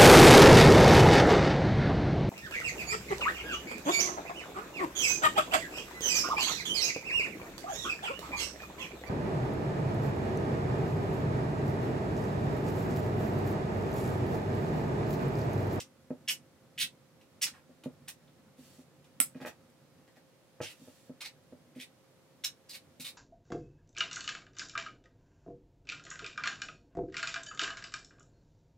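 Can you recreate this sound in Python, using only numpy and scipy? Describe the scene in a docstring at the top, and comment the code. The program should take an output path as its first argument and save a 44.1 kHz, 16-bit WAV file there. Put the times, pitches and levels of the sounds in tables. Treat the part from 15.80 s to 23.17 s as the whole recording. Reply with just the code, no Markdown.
"""A metal spoon stirs dry flour in a frying pan on a wooden board, heard by two close microphones in a small room.
From the start the spoon scrapes through to the pan as gliding resonances driven by stick-slip grains, over
a lumpy filtered-noise rumble of flour, room air and a faint tone. The pan rocks and knocks in dying modes; powder
hisses along the steel in soft grains. Midway the spoon clinks on the rim, a hard blow with many modes and a buzz;
the pan slides in rubs of filtered friction, and the stirring resumes."""
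import sys
import numpy as np
from scipy import signal
from scipy.fft import rfft, irfft
from scipy.io import wavfile

SR = 44100
rng = np.random.default_rng(int(sys.argv[2]) if len(sys.argv) > 2 else 0)


def dump_mix(stems):
    """Bounce the given channels to the path in sys.argv[1] as a 16-bit WAV at rate SR."""
    frames = np.atleast_2d(stems).T  # one column per channel
    limited = np.clip(frames, -1, 1)  # hard clip at full scale
    pcm = np.round(limited * 32767).astype(np.int16)
    wavfile.write(sys.argv[1], SR, pcm)


N = 325017


def amp(db):
    """Decibels to gain."""
    return 10 ** (np.asarray(db) / 20)


def unit(x):
    """Scales to rms 1."""
    return x / np.sqrt(np.mean(x ** 2) + 1e-20)


def read(points, hz):
    """Joins (Hz, value) points on a log-frequency axis."""
    f, value = np.transpose(points)
    return np.interp(np.log(hz + 1), np.log(f + 1), value)


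def bump(hz, centre, width):
    """The bell shape of a resonance, height 1."""
    return 1 / (1 + (2 * (hz - centre) / width) ** 2)


def add(mix, s, sound):
    """Mixes a sound in at time s."""
    part = mix[max(round(s * SR), 0):][:len(sound)]
    part += sound[:len(part)]


def colour(x, shape, size=2048):
    """Causal minimum-phase filter whose gain in dB is shape(Hz), held above -90 dB."""
    hz = abs(np.fft.fftfreq(size, 1 / SR))
    log_gain = np.log(amp(np.maximum(shape(hz), -90)))
    taps = np.fft.ifft(np.exp(np.conj(signal.hilbert(log_gain)))).real
    return signal.fftconvolve(x, taps[:size // 2])


def pair(x):
    """Two unrelated signals become a diffuse field at two close microphones, unlike in the treble."""
    # left-right likeness: pitch_hz, likeness (-1 to 1)
    likeness = [(60, 0.43), (130, 0.64), (290, 0.6), (640, 0.61), (1410, 0.51), (3100, -0.0056),
                (6820, -0.0065), (15000, -0.11)]
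    a, b = rfft(x)
    same = np.clip(read(likeness, np.fft.rfftfreq(x.shape[1], 1 / SR)), -1, 1)
    return irfft([a, same * a + np.sqrt(1 - same ** 2) * b], x.shape[1])


def ring(modes):
    """The dying modes of a struck object, each a sine that falls 60 dB in its t60."""
    t = np.arange(SR // 3) / SR
    return sum(amp(db - 60 * t / t60) * np.sin(2 * np.pi * hz * t) for hz, db, t60 in modes)


def friction(length, crest, slips_per_s, spread_db, hiss, swell):
    """Tiny slips of uneven size over a fine hiss, under a pressure that rises and falls."""
    longest = SR // 2
    u = np.linspace(0, 1, np.clip(int(length * SR), 64, longest))
    draw = rng.random(longest)
    size, fine = rng.standard_normal((2, longest))
    slips = (draw < slips_per_s / SR) * np.sign(fine) * amp(spread_db * np.clip(size, -2, 2))
    pressure = np.interp(u, [0, np.clip(crest, .03, .97), 1], [0, 1, 0]) ** swell
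    return pressure * (unit(slips[:len(u)]) + hiss * fine[:len(u)])


def levelled(sound, length, db):
    """Gives a burst this mean level over its length."""
    return amp(db) * sound * np.sqrt(length * SR / np.sum(sound ** 2))


def grate(length, crest, bare_s, treble_db, body_db, treble_hz=6500, body_hz=1400, muffled_hz=4000):
    """Steel sticks and slips on the pan floor; flour muffles it until the edge has cut through."""
    # steel on the pan floor: pitch_hz, density_db (per Hz)
    scrape_tone = [(180, -61.5), (300, -16), (645, -20.5), (1300, -13), (1810, -4.5), (2880, -3),
                   (3640, -5), (4230, -6), (4990, -5), (7080, -8), (9710, -5), (10900, -13), (12700, -6.5),
                   (16000, -13)]
    judder_hz, judder_db, judder_spread = 210, 6.5, .35  # median rate, fall between releases, log unevenness

    def shape(hz):
        treble = treble_db * hz ** 4 / (hz ** 4 + treble_hz ** 4)
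        body = body_db / (1 + (hz / body_hz) ** 8)
        return read(scrape_tone, hz) + treble + body

    slips = friction(length, crest, slips_per_s=1600, spread_db=-2.5, hiss=1.0, swell=0.38)
    t = np.arange(len(slips)) / SR
    gaps = np.exp(judder_spread * rng.standard_normal(64)) / judder_hz
    releases = np.cumsum(np.r_[0, gaps])
    since_release = np.interp(t, releases, np.arange(len(releases))) % 1  # share of the current gap
    slips = slips * amp(-judder_db * since_release)
    muffled = signal.lfilter(*signal.butter(2, muffled_hz, fs=SR), slips)
    bare = np.minimum(t / bare_s, 1) ** 2
    return colour(bare * slips + (1 - bare) * muffled, shape)


def resonate(x, hz, width):
    """A resonance of gain 1 that follows the pitch curve hz."""
    turn = np.exp(2j * np.pi * np.cumsum(hz) / SR)
    r = np.exp(-np.pi * width / SR)
    return 2 * (turn * signal.lfilter([1 - r], [1, -r], x / turn)).real


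def scrapes(place, count):
    """The grating wakes two resonances that glide as the place of contact moves."""
    # one row per contact of the spoon with the pan floor; a long stroke catches two or three times:
    # start_s, length_s, level_db (before the room), crest (moment of most pressure, 0-1),
    # bare_s (time to cut through the flour), treble_db, body_db, low_hz, low_db, high_hz, high_db,
    # width (ring width over pitch), glide_octaves
    contacts = [(0.0, 0.01, -39.5, 0, 0.0028, 4, 0, 3020, 10, 5830, 11.5, 0.29, -0.15),
                (.4765, 0.026, -29, 0.57, 0.0076, 5.5, -5, 3030, 27.5, 5160, 20, 0.2, -0.11),
                (.501, 0.021, -34.5, 0.2, .002, 8, 2.5, 2800, -2, 5640, 6, 0.28, 0),
                (.977, 0.017, -36, 0.28, 0.012, 9.5, -24, 2270, 12, 3000, 17, 0.28, 0.29),
                (.995, 0.04, -30, 0.43, .003, 12, -4, 2680, 21.5, 3500, 25, 0.21, 0.027),
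                (1.41, .012, -63, 0.2, .003, -2, -2, 2700, 13, 4000, 3, .2, 0),
                (1.613, 0.034, -28.5, 0.64, 0.0066, 5.5, -4, 2780, 7.5, 5500, 11, 0.36, -0.1),
                (1.665, .02, -42.5, 0.2, 0.0034, -7, -2, 2400, -1, 5000, 0, 0.27, 0),
                (1.735, 0.057, -61, 0, .004, 1, 23, 1800, 18, 2580, 10, .25, 0),
                (2.036, 0.0095, -51, 0.1, 0.0022, 2, 18, 2720, 10, 4240, -8, 0.66, -0.0049),
                (2.277, 0.017, -41, 0.7, 0.0074, 5.5, 3, 2600, 5, 3740, 5.5, 0.082, -0.082),
                (2.476, 0.01, -68, .5, .004, -6, 2, 2700, 2, 3500, 22, 0.15, 0),
                (3.24, .015, -65.5, .5, .004, 0, -2, 2700, 9, 3600, 6, 0.18, 0),
                (4.812, 0.041, -44.5, 0.65, 0.0029, -3, 8, 2850, 10.5, 5650, 9.5, 0.3, -0.22),
                (4.849, 0.032, -46.5, 0.8, .003, -6, -9, 2850, 10, 3760, 3, 0.18, -0.048),
                (4.88, 0.051, -53.5, 0.4, .003, 2.5, 7, 2700, 10.5, 3700, 3, 0.13, 0.039),
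                (5.405, 0.025, -43, 0.4, 0.0022, 1.5, 9.5, 2410, 14.5, 4000, 18, 0.19, 0.078),
                (5.445, 0.02, -42, 0.9, 0.0022, -1, 6.5, 2300, 13.5, 3940, 16, 0.15, 0.17),
                (5.951, 0.059, -63, 0, 0.0049, 4, 8, 2180, 16, 3370, 7, 0.22, 0.14),
                (5.992, 0.041, -47, 0.66, 0.0067, 2.5, -14, 2350, 15.5, 3460, 11, 0.2, 0.26),
                (6.637, 0.016, -30, 0.78, 0.0056, 2.5, -4.5, 3870, 12.5, 5530, 13.5, 0.1, -0.024),
                (6.888, 0.036, -48, 0.4, .005, 8, 1, 2440, 7, 4360, 17.5, 0.12, -0.48),
                (6.926, 0.037, -46.5, 0.8, .002, 5, 4, 2580, 11.5, 4130, 16, 0.19, -0.22),
                (7.197, 0.034, -45, 0.12, 0.0011, 8.5, 3, 2650, 12, 3910, 16, 0.077, -0.034),
                (7.244, 0.054, -43.5, 0.08, .002, 3, 0, 2440, 7, 3850, 16, 0.093, 0.17)]
    out = np.zeros(N)
    for (s, length, db, crest, bare_s, treble_db, body_db,
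         low_hz, low_db, high_hz, high_db, width, glide) in contacts[place::count]:
        rub = grate(length, crest, bare_s, treble_db, body_db)
        u = np.minimum(np.arange(len(rub)) / SR / length, 1)
        bend = 2 ** (glide * (u - .5))
        rings = sum((amp(ring_db) - 1) * resonate(rub, hz * bend, hz * width)
                    for hz, ring_db in [(low_hz, low_db), (high_hz, high_db)])
        add(out, s, levelled(rub + rings, length, db))
    return out


def flour(lumps_db=3, fade_s=0.23):
    """A soft, lumpy rumble of filtered noise as the spoon ploughs through the powder."""
    # spells of stirring at full effort, fades lying outside: start_s, end_s, level_db (before the room)
    spells = [(0, 4.2, -64), (4.8, 7.4, -68)]
    # rumble of the powder: pitch_hz, density_db (per Hz)
    flour_tone = [(20, -51.5), (50, -27), (80, -1.5), (170, 3), (300, -4.5), (600, -22), (1200, -20.5),
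                  (3500, -38.5), (9000, -39), (16000, -43)]
    lumps = unit(signal.oaconvolve(rng.standard_normal(N), signal.windows.hann(SR // 14), "same"))
    rub = colour(rng.standard_normal(N) * amp(lumps_db * lumps), lambda hz: read(flour_tone, hz))[:N]
    t = np.arange(N) / SR
    effort = sum(amp(db) * np.clip(1 + np.minimum(t - start, end - t) / fade_s, 0, 1)
                 for start, end, db in spells)
    return unit(rub) * effort


def air(level_db=-64.5):
    """Steady room noise, diffuse at the two microphones."""
    # noise of the room: pitch_hz, density_db (per Hz)
    air_tone = [(15, -56), (25, -30), (43, -29.5), (68, -16), (145, -0.5), (212, -7), (285, -9),
                (427, -11.5), (545, -9), (624, -14.5), (1100, -21), (1790, -22.5), (2550, -25),
                (4140, -26.3), (13000, -33.5), (16000, -38)]
    # shallow dips in that noise: pitch_hz, width_hz, height_db
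    air_dips = [(524, 47, -2.5), (169, 190, -4)]
    hz = np.fft.rfftfreq(N, 1 / SR)
    shape = read(air_tone, hz) + sum(db * bump(hz, f, width) for f, width, db in air_dips)
    noise = pair(rng.standard_normal((2, N)))
    return amp(level_db) * unit(irfft(rfft(noise) * amp(shape), N))


def hum(pitch_hz=527, level_db=-74, waver_hz=2.87):
    """A faint tone in the room, its pitch wavering slightly with smoothed noise."""
    waver = unit(signal.oaconvolve(rng.standard_normal(N), signal.windows.hann(SR // 8), "same"))
    phase = 2 * np.pi * np.cumsum(pitch_hz + waver_hz * waver) / SR
    return amp(level_db) * unit(np.sin(phase))


def knocks(push_hz=105, push_t60=0.076, lowest_hz=105, low_share=0.47):
    """The pan rocks on the board: a soft blow wakes the low modes, a hard one the higher ones."""
    # blows: start_s, peak_db (before the room), push_db (weight of the deep push), hardness_hz (corner), rise_s
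    blows = [(.305, -27, -28, 526, 0.0018), (1.894, -49.5, -25, 510, .002), (2.059, -27.5, -47, 425, 0.001),
             (2.785, -46, -29, 343, 0.0055), (2.985, -45, -22, 410, .006), (3.547, -49.5, -11, 2600, .0005),
             (3.553, -34.5, -20, 322, 0.0016), (3.56, -59, -20, 3200, .0005),
             (3.602, -39, -24, 1700, 0.00043), (3.612, -36, -30, 398, 0.0016),
             (3.624, -45, -22, 1500, 0.00092), (3.649, -28, -21, 1800, 0.00054),
             (3.664, -33.5, -22, 1500, .0004), (3.6737, -34.5, -24, 1860, 0.00036),
             (3.685, -41, -25, 1300, 0.00034), (4.371, -56, -5.5, 650, .006), (4.803, -25, -3, 1090, 0.002),
             (4.809, -33.5, -4, 1000, 0.0016), (5.015, -46.5, -8, 330, 0.003),
             (5.075, -41.5, -6.5, 766, 0.003), (5.295, -36, -36, 450, 0.0019),
             (5.724, -40, -6, 604, 0.0016), (5.96, -39.5, -30, 370, .003), (5.976, -42.5, -19, 285, 0.0023),
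             (7.196, -42.5, -27, 260, 0.0013)]
    # pan and board together: pitch_hz, level_db (before the blow's hardness), t60_s
    pan_modes = [(167, -9, 0.12), (214, -7, 0.078), (257.4, 3, 0.056), (382, -1.5, 0.036),
                 (487, 5.5, 0.024), (600, -4.5, 0.048), (706, -14.5, 0.046), (845, -9.5, 0.031),
                 (1314, -12, 0.033), (1625, -2, 0.014), (1877, -7.5, 0.028), (2470, -9, 0.037),
                 (2930, -10, 0.017)]
    out = np.zeros(N)
    for s, db, push_db, corner_hz, build_s in blows:
        woken = [(hz, mode_db - 10 * np.log10(1 + (low_share * corner_hz / hz) ** 4), t60)
                 for hz, mode_db, t60 in pan_modes]
        blow = ring(woken + [(push_hz, push_db, push_t60)])
        blow = blow * (1 - np.exp(-np.arange(len(blow)) / SR / build_s))

        def shape(hz):
            return -10 * np.log10((1 + (hz / corner_hz) ** 4) * (1 + (lowest_hz / (hz + 1)) ** 8))

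        blow = colour(blow, shape, size=8192)
        add(out, s, amp(db) * blow / abs(blow).max())
    return out


def sweeps():
    """The spoon's back sweeps over deep powder, which slips along the steel with a soft, grainy hiss."""
    # strokes: start_s, length_s, level_db (before the room), crest (moment of most pressure, 0-1)
    strokes = [(2.77, 0.26, -64, 0.22), (4.939, 0.35, -66, .3)]
    # powder along steel: pitch_hz, gain_db
    sweep_tone = [(500, -16), (1800, -5), (3000, 0), (5000, -1), (9000, -2.5), (16000, -8)]
    out = np.zeros(N)
    for s, length, db, crest in strokes:
        grains = friction(length, crest, slips_per_s=900, spread_db=5.5, hiss=1.2, swell=0.31)
        add(out, s, levelled(colour(grains, lambda hz: read(sweep_tone, hz)), length, db))
    return out


def clinks(buzz_db=-24, buzz_t60=0.15, buzz_above_hz=6000, bowl_hz=9100, bowl_width_hz=2400, bowl_db=7,
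           lowest_hz=160, contact_s=0.00015):
    """Steel on the bare rim: hard blows wake the spoon's modes, with a brief buzz as the spoon settles."""
    # the spoon meets the rim: start_s, gain_db (before the room)
    touches = [(3.4018, -3.5), (3.4128, -18)]
    # the spoon's ring: pitch_hz, level_db (before the treble tilt), t60_s
    spoon_modes = [(257.7, -8, 0.036), (700, -3, 0.00804), (1396, -7, 0.032), (2160, -25.5, 0.06),
                   (2294, 7.5, 0.0035), (2725, 16, 0.0018), (3040, -19, 0.023), (3410, -32, 0.19),
                   (5110, -13.5, .08), (8060, 2, 0.065), (8540, -6, 0.053), (8845, -0.5, 0.066),
                   (9040, 3, .018), (9170, -7, .06), (10130, -4.5, 0.067), (10250, -7, 0.033),
                   (12530, -3, 0.052), (13300, -8.5, 0.06), (14150, -12.5, 0.07), (14460, -10, 0.05)]
    mode_split = 0.0049  # the spoon's bowl is not quite even, so each of its modes has a close twin
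    out = np.zeros(N)
    blow = ring(spoon_modes) + ring([(hz * (1 - mode_split), db, t60) for hz, db, t60 in spoon_modes])
    blow = np.diff(blow, prepend=0) + 0.61 * blow  # a stiff contact radiates mostly treble
    t = np.arange(len(blow)) / SR
    blow = blow * (1 - np.exp(-t / contact_s))

    def buzz_shape(hz):
        bowl = bowl_db * bump(hz, bowl_hz, bowl_width_hz)
        return bowl - 10 * np.log10(1 + (buzz_above_hz / (hz + 1)) ** 2)

    buzz = rng.standard_normal(len(blow)) * amp(buzz_db - 60 * t / buzz_t60)
    buzz = colour(buzz, buzz_shape)[:len(blow)]
    blow = colour(blow / abs(blow).max() + buzz, lambda hz: -10 * np.log10(1 + (lowest_hz / (hz + 1)) ** 4))
    for s, db in touches:
        add(out, s, amp(db) * blow)
    return out


def slides():
    """The pan's base rubs over rough wood in uneven slips, each rub with its own brightness."""
    # rubs: start_s, length_s, level_db (before the room), crest (moment of most pressure, 0-1),
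    # brightness_hz (corner)
    rubs = [(3.558, 0.036, -61.5, 0, 2610), (3.601, 0.038, -50, 0.55, 3000),
            (3.655, 0.034, -45.5, 0.25, 12000), (4.274, 0.0076, -61, 0.1, 3520),
            (4.355, 0.023, -62, 0.26, 4970)]
    # base on wood: pitch_hz, density_db (per Hz)
    slide_tone = [(59, -58), (100, -29), (265, -3.5), (480, -14), (600, -8), (836, -3.5), (970, -22),
                  (1150, -12), (1400, -15), (1620, -11), (1950, -7.5), (2200, -13), (2470, -9),
                  (2750, -12.5), (4200, -15), (9410, -20.5), (12700, -17), (16000, -17)]
    out = np.zeros(N)
    for s, length, db, crest, corner_hz in rubs:
        slips = friction(length, crest, slips_per_s=700, spread_db=4, hiss=0.4, swell=0.4)
        rub = colour(slips, lambda hz: read(slide_tone, hz) - 10 * np.log10(1 + (hz / corner_hz) ** 2))
        add(out, s, levelled(rub, length, db))
    return out


def room(x, wet_db, lean_db, lag_samples, onset_s=0.0049):
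    """Direct sound reaching the left microphone first, a few near echoes, and a short diffuse tail."""
    # decay of the tail: pitch_hz, t60_s
    decay = [(100, 0.17), (300, 0.089), (1000, 0.17), (3000, 0.13), (8000, 0.14), (16000, 0.095)]
    # nearby surfaces: delay_s, level_db (in the bass)
    echoes = [(.0036, -9), (.0062, -18.5), (0.0132, -15.5)]
    size, lead = SR // 2, SR // 2000  # lead: samples kept ahead of the direct sound
    hz, t, z = signal.stft(pair(rng.standard_normal((2, size))), SR, nperseg=256)
    fading = z * amp(-60 * t / read(decay, hz)[:, None])
    tail = signal.istft(fading, SR, nperseg=256)[1][:, :size]
    tail *= np.clip(np.arange(size) / SR / onset_s - 1, 0, 1)
    tail /= np.linalg.norm(tail[0])
    hz = np.fft.rfftfreq(size, 1 / SR)
    # rough surfaces mirror the bass and scatter the treble
    near = 1 + sum(amp(db) * np.exp(-2j * np.pi * hz * s) for s, db in echoes) / (1 + hz / 3500)
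    left = amp(-lean_db * hz / (hz + 1500)) + 0j  # lean: treble kept from the left microphone
    right = np.exp(-2j * np.pi * hz * lag_samples / SR)
    direct = np.roll(irfft(near * np.array([left, right]), size), lead, axis=1)
    response = (direct + amp(wet_db) * tail) / np.sqrt(1 + amp(wet_db) ** 2)
    return signal.fftconvolve(x[None], response, axes=1)[:, lead:][:, :N]


def scene(count=3):
    """All the sounds of the pan in the room; the spoon visits several places, each with its own diffuse tail."""
    spoon = sum(room(scrapes(place, count), wet_db=-1.0, lean_db=0.0, lag_samples=1.13)
                for place in range(count))
    pan = room(knocks() + flour(), wet_db=-3.5, lean_db=-1.0, lag_samples=0.24)
    base = room(sweeps() + slides(), wet_db=3.0, lean_db=4.0, lag_samples=0.34)
    rim = room(clinks(), wet_db=-8.5, lean_db=8.5, lag_samples=1.96)
    # left and right balance in dB
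    return spoon * amp([[-.3], [1.3]]) + rim + (pan + base + air() + hum()) * amp([[-.7], [.7]])


def record(dry):
    """The recorder's band limit: a linear-phase low-pass."""
    edge_hz = 15900
    taps = signal.firwin(301, edge_hz, window=("kaiser", 8), fs=SR)
    return signal.oaconvolve(dry, taps[None], "same")


dry = scene()
out = record(dry)
dump_mix(out)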